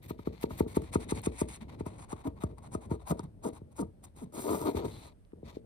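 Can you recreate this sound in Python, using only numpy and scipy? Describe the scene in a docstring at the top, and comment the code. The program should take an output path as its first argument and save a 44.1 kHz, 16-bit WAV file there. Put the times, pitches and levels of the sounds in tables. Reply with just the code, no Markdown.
"""A plastic glue nozzle works along the bare edge of a papered wall panel in a quiet room.
For four seconds it dabs in short, hissing strokes; about a third end in a knock, and some judder or hum.
Then comes one long drag back, which brushes a loose paper edge near 5 s, and last a few soft knocks.
Knocks and drag travel through the panel as bending waves, treble first, and reach the left microphone
first; the hiss travels through the air and reaches the right one first."""
import sys
import numpy as np
from scipy import signal
from scipy.fft import rfft, irfft, next_fast_len
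from scipy.io import wavfile

SR = 44100
rng = np.random.default_rng(int(sys.argv[2]) if len(sys.argv) > 2 else 0)


def materialize(psi):
    """Save the field psi as 16-bit PCM at rate SR to the path in sys.argv[1].

    A 1-D psi becomes a single channel; in a 2-D psi each row is a channel.
    """
    bounded = np.clip(np.atleast_2d(psi).T, -1, 1)
    quanta = np.round(bounded * 32767).astype(np.int16)
    wavfile.write(sys.argv[1], SR, quanta)


N = 249165
TIME = np.arange(N) / SR
FFT_SIZE = next_fast_len(N + SR // 2)
HZ = np.maximum(np.arange(FFT_SIZE // 2 + 1) * SR / FFT_SIZE, 1)


def amp(db):
    """Turn decibels into a gain."""
    return 10 ** (np.asarray(db) / 20)

def unit_power(x):
    """Scale a sound to an average power of one."""
    return x / np.sqrt(np.mean(x ** 2) + 1e-20)

def through(x, response):
    """Filter a sound: each frequency gets its own gain and delay."""
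    return irfft(rfft(x, FFT_SIZE) * response, FFT_SIZE)[..., :N]

def colour(points):
    """Join (Hz, dB) points into a gain for every frequency."""
    hz, db = np.transpose(points)
    return amp(np.interp(np.log(HZ), np.log(hz), db))

def delay(seconds):
    """A filter that makes a sound arrive later."""
    return np.exp(-2j * np.pi * HZ * seconds)

def gain_curves(rows):
    """Join rows of a time and several dB levels into gains over time, silent outside the rows."""
    times, *columns = np.transpose(rows)
    return [amp(np.interp(TIME, times, db, left=-200, right=-200)) for db in columns]

def envelope(starts, lengths, levels_db, rises_db, fade_db_per_s=1800, tail_db=-16, tail_db_per_s=400):
    """Each touch holds a sloping level, fades fast on either side and leaves a faint tail."""
    out = np.zeros(N)
    for start, length, db, rise_db in zip(starts, lengths, levels_db, rises_db):
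        near = slice(max(int(start * SR) - 2000, 0), int((start + length) * SR) + 5000)
        since = TIME[near] - start
        inside = np.clip(since, 0, length)
        held = amp(db + rise_db * (inside / length - .5))
        fade = amp(-fade_db_per_s * abs(since - inside))
        tail = (since > length) * amp(tail_db - tail_db_per_s * (since - inside))
        out[near] = np.maximum(out[near], held * np.maximum(fade, tail))
    return out

def flicker(hz, depth_db):
    """A random gain that wanders up and down, at most about hz times a second."""
    points = rng.standard_normal(1000)
    return amp(depth_db * np.interp(TIME * 2 * hz, np.arange(len(points)), points))

def grit(per_s, spread_db):
    """The tip catches on grains of uneven size at random moments."""
    sizes = amp(spread_db * np.minimum(rng.exponential(1, N), 5)) * rng.standard_normal(N)
    return unit_power(sizes * (rng.random(N) < per_s / SR))

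def clicks(times, db):
    """One sharp push at each given time."""
    out = np.zeros(N)
    np.add.at(out, (times * SR).astype(int), amp(db))
    return out

def ring(force, tones):
    """A push sets an object's own tones ringing; each dies away by 60 dB over its ring time."""
    out = 0
    for hz, db, ring_s in tones:
        decay, turn = amp(-60 / (ring_s * SR)), 2 * np.pi * hz / SR
        feedback = [1, -2 * decay * np.cos(turn), decay * decay]
        out = out + signal.lfilter([0, amp(db) * np.sin(turn)], feedback, force + 1e-18)
    return out


# The tone of the room's air. Each row: frequency in Hz, relative level in dB.
ROOM_COLOUR = [(18, -20), (38, 16.5), (112, 0.5), (554, -16), (7470, -38.5), (8520, -27), (16000, -47)]

def room(level_db=-61.5):
    """Faint, steady air, different on each side."""
    return amp(level_db) * unit_power(through(rng.standard_normal((2, N)), colour(ROOM_COLOUR)))


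# How hard the hand leans. Each row: time in seconds, level in dB.
LEAN_LEVELS = [(0, -46), (1.3, -42.5), (2.0, -48.5), (3.1, -47), (4.15, -51), (4.85, -36), (5.12, -52.5),
               (5.3, -61.5), (5.45, -41.5), (5.64, -53)]
# The tone of its rumble. Each row: frequency in Hz, relative level in dB.
RUMBLE_COLOUR = [(25, -48), (45, 10), (80, 10.5), (160, 1), (600, -12), (2000, -63)]

def leaning_hand():
    """The hand leans on bottle and panel and makes a lumpy, low rumble."""
    times, db = np.transpose(LEAN_LEVELS)
    lumps = through(rng.standard_normal(N) * flicker(17, depth_db=4), colour(RUMBLE_COLOUR))
    return amp(np.interp(TIME, times, db)) * unit_power(lumps)


# The tip brushes loose paper. Each row: start in seconds, length in seconds, level in dB, rise in dB.
EDGE_BRUSHES = [(4.915, 0.176, -63, -6)]
# That paper's tones. Each row: pitch in Hz, relative level in dB, ring time in seconds.
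LOOSE_EDGE_TONES = [(3700, 5, 0.011), (4030, 12, 0.011)]

def loose_edge():
    """A loose paper edge rings thinly as the tip slides back over it."""
    brushing = envelope(*np.transpose(EDGE_BRUSHES)) * flicker(24, depth_db=3)
    return brushing * unit_power(ring(grit(per_s=3400, spread_db=1.5), LOOSE_EDGE_TONES))


# The long drag back. Each row: time in seconds, then levels in dB for the hiss, the scrape,
# the panel's middle tones and its high tones.
DRAG_LEVELS = [(4.322, -71, -72, -53, -56), (4.344, -56, -56.5, -39, -52),
               (4.394, -49.5, -47.5, -40.5, -42.5), (4.416, -48.5, -55.5, -55, -57),
               (4.452, -53.5, -52.5, -30, -42.5), (4.546, -49, -47, -28, -29.5),
               (4.588, -55, -51.5, -46, -50), (4.648, -55, -49.5, -29, -33),
               (4.688, -56.5, -45, -27, -34.5), (4.732, -70.5, -62, -49, -75),
               (4.774, -54.5, -44, -37.5, -52), (4.828, -80, -59, -38, -48), (4.854, -58, -49, -27.5, -41),
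               (4.874, -65, -56.5, -64, -66),         (5.084, -66.5, -58.5, -74, -60.5),
               (5.13, -105, -71, -69, -71)]

def long_drag(part):
    """How strongly the long drag drives one part of the sound over time."""
    return dict(zip(("hiss", "scrape", "middle", "high"), gain_curves(DRAG_LEVELS)))[part]


# Brief hums. Each row: start in seconds, level in dB, halfway pitch in Hz, length in seconds,
# whole fall in pitch as a share of the halfway pitch.
SLIP_HUMS = [(1.609, -37, 217, 0.02, 0.12), (2.248, -27, 275.5, 0.037, 0.076),
             (3.098, -26, 166, 0.031, 0.11), (3.227, -34.5, 159, 0.027, 0.11),
             (3.444, -28, 224.5, 0.031, 0.58), (3.787, -28, 233.7, 0.049, 1),
             (4.212, -35.5, 217, 0.04, 0.81)]

def hums():
    """The tip's slips fall into step and make a short tone that sags as the tip slows."""
    out = np.zeros(N)
    for start, db, hz, length, sag in SLIP_HUMS:
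        t = np.arange(int(length * SR)) / SR
        cycles = hz * (t + sag * (t / 2 - t ** 2 / (2 * length)))
        swell = np.sqrt(np.sin(np.pi * t / length))
        out[int(start * SR):][:len(t)] += amp(db) * swell * np.sin(2 * np.pi * cycles)
    return out


# The tip judders under pressure. Each row: start in seconds, length in seconds,
# level in dB of the panel's middle tones, level in dB of its high tones.
TIP_JUDDERS = [(2.257, 0.022, -36, -39.5), (2.91, 0.041, -38.5, -50.5), (3.112, 0.013, -29, -37.5),
               (3.441, 0.049, -33, -44.5), (3.789, 0.043, -34, -43), (4.212, 0.027, -45, -57.5),
               (5.46, 0.077, -67.5, -59)]

def judder(fall_db=9.5):
    """Uneven sticking and slipping shakes the panel, in short bursts and during the long drag."""
    start, length, middle_db, high_db = np.transpose(TIP_JUDDERS)
    slips, out = grit(per_s=1100, spread_db=1.03), 0
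    groups = [("middle", MIDDLE_TONES, middle_db, 0.26 * length),   # the heavier tones join later
              ("high", HIGH_TONES, high_db, 0)]
    for part, tones, db, lag in groups:
        force = envelope(start + lag, length - lag, db, np.full(len(db), -fall_db)) + long_drag(part)
        out = out + ring(force * slips, tones) / ring(slips, tones).std()
    cut_bass = signal.butter(3, 200, "high", fs=SR, output="sos")
    return signal.sosfilt(cut_bass, out)   # quick slips do not move the whole panel


# Grit snapping. Each row: time in seconds, level in dB before filtering, centre frequency in Hz.
GRIT_SNAPS = [(0.82, -33, 9000), (1.2185, -27, 15000), (1.8642, -30, 9000), (2.7505, -28, 5500),
              (3.1938, -20, 5500), (4.6158, -22, 8500), (4.6825, -23, 3600), (4.77, -23, 3300),
              (5.2505, -42, 2800), (5.3205, -36, 1500)]

def snaps(width=1.68):
    """Each snap is one click, narrowed to a band around its own centre."""
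    out, click = np.zeros(N), np.arange(441) == 0
    for start, db, hz in GRIT_SNAPS:
        band = signal.butter(3, [hz / width, min(hz * width, .45 * SR)], "band", fs=SR, output="sos")
        out[int(start * SR):][:len(click)] += amp(db) * signal.sosfilt(band, click)
    return out


# Slow changes along the edge. Each row: time in seconds, scrape level in dB for a usual stroke,
# level in dB of the sheen (the very top of the hiss) against the rest of the hiss.
TONE_DRIFT = [(0, -49.5, 20), (.3, -42.5, 21), (.55, -51, 16), (1.05, -49, -6), (1.5, -52.5, -9),
              (1.68, -42.5, 10), (1.95, -56, -24.5), (2.3, -51, 12), (2.7, -59.5, -6), (3.1, -56.5, 4),
              (4.1, -62.5, 2.5), (4.7, -32.5, 15), (5.3, -45.5, -4)]

def drift(times):
    """The tone drifts as the tip works along: gives scrape dB and sheen dB at these times."""
    when, *columns = np.transpose(TONE_DRIFT)
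    return [np.interp(times, when, db) for db in columns]


# The tip's short strokes. Each row: start in seconds, length in seconds, hiss level in dB.
TIP_STROKES = [(0.031, 0.034, -70.5), (0.084, 0.02, -61.5), (0.191, 0.046, -82.5), (0.256, 0.021, -75),
               (0.328, 0.077, -83), (0.412, 0.024, -59), (0.503, 0.073, -67), (0.576, 0.025, -53.5),
               (0.681, 0.053, -62.5), (0.75, 0.017, -51), (0.82, 0.082, -70.5), (0.931, 0.018, -45),
               (1.003, 0.042, -59.5), (1.092, 0.02, -44.5), (1.152, 0.042, -54), (1.237, 0.025, -46.5),
               (1.32, 0.081, -62.5), (1.385, 0.029, -44.5), (1.487, 0.077, -53), (1.613, 0.017, -67.5),
               (1.693, 0.009, -72), (1.719, 0.029, -77.5), (1.797, 0.017, -68), (1.865, 0.027, -60.5),
               (1.885, 0.087, -72), (1.984, 0.061, -61.5), (2.095, 0.034, -56), (2.165, 0.055, -72),
               (2.246, 0.031, -64.5), (2.363, 0.028, -83.5), (2.41, 0.029, -58.5), (2.493, 0.028, -81),
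               (2.583, 0.0036, -66), (2.631, 0.044, -66), (2.723, 0.026, -53), (2.815, 0.046, -66),
               (2.907, 0.05, -62.5), (3.001, 0.028, -75), (3.07, 0.046, -50.5), (3.173, 0.033, -68.5),
               (3.236, 0.0044, -64), (3.439, 0.049, -54), (3.533, 0.048, -66.5), (3.717, 0.011, -75.5),
               (3.767, 0.048, -54), (4.041, 0.012, -55), (4.165, 0.078, -64), (5.457, 0.051, -76.5),
               (5.48, 0.091, -92)]
USUAL_HISS_DB = -60

def strokes(near_s=.013, swell_db=10, sink_db=-9.5):
    """Give each stroke a slope: it swells into a knock, sinks when leaving one, or else stays even."""
    start, length, hiss_db = np.transpose(TIP_STROKES)
    knock_times = np.transpose(PANEL_KNOCKS)[0][:, None]
    leaves, meets = (abs(knock_times - s).min(axis=0) < near_s for s in (start, start + length))
    sinks = leaves & ((length < 2 * near_s) | ~meets)
    rise_db = np.select([sinks, meets], [sink_db, swell_db], 0)
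    return start, length, hiss_db, rise_db


# Hollows under the paper. Each row: pitch in Hz, relative level in dB, ring time in seconds.
HOLLOW_TONES = [(926, 2.5, 0.0066), (2390, 1.5, 0.008), (4240, 4.5, 0.011)]
# The tone of the scrape. Each row: frequency in Hz, relative level in dB.
SCRAPE_COLOUR = [(450, -9), (1100, 4.5), (1650, -10), (2200, -6), (3050, -9.5), (4200, -7), (5200, -10.5),
                 (9000, -23)]
# Its changing balance. Each row: time in seconds, gain in dB for the lows, gain in dB for the highs.
SCRAPE_BALANCE = [(0, -10, -2.5), (.9, -4.5, -4), (1.5, -7.5, -6), (2.1, 3.5, -5.5), (3.1, 7, -1.5),
                  (4.3, 1, 0), (5.6, -7, 1.5)]

def paper_rustle(lows_below_hz=1600, highs_above_hz=3000):
    """Grains rustle, and each hollow under the paper rings at three nearby pitches that come and go."""
    grains = grit(per_s=2600, spread_db=0.1)
    hollows = sum(flicker(12, depth_db=5) * ring(grains, [(hz * shift, db, ring_s)])
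                  for hz, db, ring_s in HOLLOW_TONES for shift in (.91, 1, 1.09))
    rustle = unit_power(through(grains + amp(-8) * unit_power(hollows), colour(SCRAPE_COLOUR)))
    lows = through(rustle, 1 / (1 + (HZ / lows_below_hz) ** 8))
    highs = through(rustle, 1 / (1 + (highs_above_hz / HZ) ** 8))
    low_gain, high_gain = gain_curves(SCRAPE_BALANCE)
    return rustle + (low_gain - 1) * lows + (high_gain - 1) * highs

def scrape(alike=0.22, right_delay_s=.00027):
    """Coarse grains sound through the paper, nearer the left and only partly alike on both sides."""
    start, length, hiss_db, rise_db = strokes()
    scrape_db = drift(start)[0] + 0.61 * (hiss_db - USUAL_HISS_DB)   # partly follows the hiss
    left, other = paper_rustle(), paper_rustle()
    right = alike * through(left, delay(right_delay_s)) + np.sqrt(1 - alike ** 2) * other
    level = envelope(start, length, scrape_db, 0.66 * rise_db, fade_db_per_s=1305, tail_db=-5.5)
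    level = (level + long_drag("scrape")) * flicker(60, depth_db=2)   # sticking and slipping
    return level * np.array([amp(2.5) * left, amp(-2) * right])


# The tone of the hiss and of its sheen. Each row: frequency in Hz, relative level in dB.
HISS_COLOUR = [(4000, -23), (6800, -5.5), (8500, -1.5), (10300, -4.5), (11500, -11), (13000, -41)]
SHEEN_COLOUR = [(11500, -25), (12500, 5), (14500, -13), (16000, 9.5)]

def hiss(scattered_db=-11, crackle_db=-15, left_delay_s=1 / 4680):
    """Fine rubbing noise and snaps come straight through the air; a little hiss arrives scattered."""
    level = envelope(*strokes()) + long_drag("hiss")
    rubbing = np.array([grit(per_s=15000, spread_db=2.5), amp(scattered_db) * rng.standard_normal(N)])
    main = through(rubbing, unit_power(colour(HISS_COLOUR)))
    sheen = through(rubbing, unit_power(colour(SHEEN_COLOUR)))
    brightening = (level / amp(USUAL_HISS_DB)) ** 0.15   # louder strokes get extra sheen
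    sheen *= amp(drift(TIME)[1]) * brightening * flicker(45, depth_db=2.5)
    direct, scattered = level * (main * flicker(33, depth_db=1) + sheen)
    crackle = amp(crackle_db) * level * grit(per_s=90, spread_db=1.5)
    tone = colour(HISS_COLOUR) + amp(-38) * colour(SHEEN_COLOUR) + amp(-28) * colour(SCRAPE_COLOUR)
    from_tip = direct + snaps() + through(crackle, tone / tone.mean())
    return through(from_tip, np.array([delay(left_delay_s), delay(0)])) + scattered * [[1], [-1]]


# The panel's own tones: a low boom, a middle body and a high rap.
# Each row: pitch in Hz, relative level in dB, ring time in seconds.
LOW_TONES = [(61.3, -7.5, 0.53), (85.2, 3, 0.11), (148, 9.5, 0.021)]
MIDDLE_TONES = [(326, -7, 0.041), (413.2, 7.5, 0.02)]
HIGH_TONES = [(616, 0, 0.031), (932, -6, 0.03), (1207, -7.5, 0.031), (1357, -8.5, 0.021)]
# Knocks of the tip. Each row: start in seconds, level in dB, extra dB for the rap, extra dB for the boom.
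PANEL_KNOCKS = [(0.105, -27.5, -4.5, -6), (0.19, -37, -4.5, -2.5), (0.27, -21.5, -8, -7),
                (0.437, -19, -6.5, -15), (0.506, -39.5, 7, 7), (0.6036, -14, -11, -8),
                (0.661, -30, -11.5, -5), (0.7674, -14.5, -8, -10), (0.819, -35, -9, 0.5),
                (0.954, -15.5, -6, -6), (1.119, -20, -10.5, -5), (1.268, -18, -14, -5.5),
                (1.414, -18, -9.5, -7), (1.805, -26.5, -8.5, -5.5), (1.862, -30, -1, -2),
                (2.127, -29, -3, -3), (2.268, -32, -10, 3.5), (2.435, -24, -3.5, 0.5), (2.748, -24, -5, -5),
                (2.911, -23.5, -10.5, 1), (3.106, -31, 6.5, 2.5), (3.193, -31, -0.5, -5),
                (3.613, -37.5, -23, -1.5), (3.827, -33, -6, -1.5), (4.745, -24.5, -10.5, -6.5),
                (4.769, -26, -2.5, -12), (4.843, -28.5, -10, -18), (5.33, -34.5, -18.5, -13),
                (5.427, -36, -54, -1), (5.566, -30, -56, -18)]

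def knocks(body_db=-1, rap_shift=.03, blunt_below_db=-13.5):
    """Each knock rings the panel's three groups of tones; the lower ones feel a softer push."""
    start, db, rap_db, boom_db = np.transpose(PANEL_KNOCKS)
    chance_db = 3.5 * rng.standard_normal((len(start), len(HIGH_TONES)))
    low_push = clicks(start, db + boom_db)
    # The low tones start in alternate directions.
    boom = -sum((-1) ** k * ring(low_push, [tone]) for k, tone in enumerate(LOW_TONES))
    spots = rng.integers(-1, 2, len(start))   # where the tip lands bends the rap up or down
    rap = 0
    for (hz, tone_db, ring_s), luck_db in zip(HIGH_TONES, chance_db.T):
        for spot in (-1, 0, 1):
            push = clicks(start[spots == spot], (db + rap_db + luck_db)[spots == spot])
            rap = rap + ring(push, [(hz * (1 + spot * rap_shift), tone_db, ring_s)])
    # A knock with little rap lands bluntly, so more of its body is muffled.
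    body = ring(clicks(start, db + body_db), MIDDLE_TONES)
    sharp = ring(clicks(start, db + body_db + np.minimum(rap_db - blunt_below_db, 0)), MIDDLE_TONES)
    blunt = signal.sosfilt(signal.butter(4, 660, fs=SR, output="sos"), body - sharp)
    soften = signal.butter(2, 800, fs=SR, output="sos")
    return signal.sosfilt(soften, sharp + blunt + boom) + rap


# The tone of a blunt tip on a small panel. Each row: frequency in Hz, gain in dB.
CONTACT_COLOUR = [(20, -34), (55, -10.5), (90, -3.5), (1300, 2.5), (1800, -34.5)]
# The panel as heard on the right. Each row: frequency in Hz, dB against the left, lag in radians.
RIGHT_SIDE = [(40, -2, 0.1), (183, 1, 0.53), (419, -4, 1.49), (695, -10, 2), (923, -0.5, 0.5),
              (1300, -7.5, 2.5), (1800, 0, 0.5)]

def panel(shaking, delay_at_1_hz_s=.06, strongest_echo_s=0.031):
    """High bending waves run faster, so treble arrives first; the edges send back dull, thin echoes."""
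    echo_s = np.linspace(.016, .075, 14) + rng.uniform(-.002, .002, 14)
    echo_db = -18 - 296 * abs(echo_s - strongest_echo_s)
    gains = rng.choice([-1, 1], len(echo_s)) * amp(echo_db)
    echoes = sum(gain * delay(s) for s, gain in zip(echo_s, gains))
    echoes = echoes / (1 + (160 / HZ) ** 4) / (1 + (HZ / 840) ** 4)   # mostly 160 to 840 Hz comes back
    travel = np.exp(-4j * np.pi * delay_at_1_hz_s * np.sqrt(HZ))   # speed grows with the root of pitch
    left = colour(CONTACT_COLOUR) * travel * (1 + echoes)
    hz, db, radians = np.transpose(RIGHT_SIDE)
    lag = np.interp(np.log(HZ), np.log(hz), radians)
    right = left * colour(np.transpose([hz, db])) * np.exp(-1j * lag)
    return through(shaking, np.array([left, right]))


def scene():
    """The panel, the sounds of rubbing and the room add up at two microphones."""
    shaking = knocks() + judder() + hums() + leaning_hand()
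    return panel(shaking) + hiss() + scrape() + loose_edge() + room()

def record(dry):
    """Cut away the highest treble, leaving almost nothing above 16450 Hz."""
    return signal.sosfilt(signal.cheby2(12, 70, 16450, fs=SR, output="sos"), dry)


dry = scene()
out = record(dry)
materialize(out)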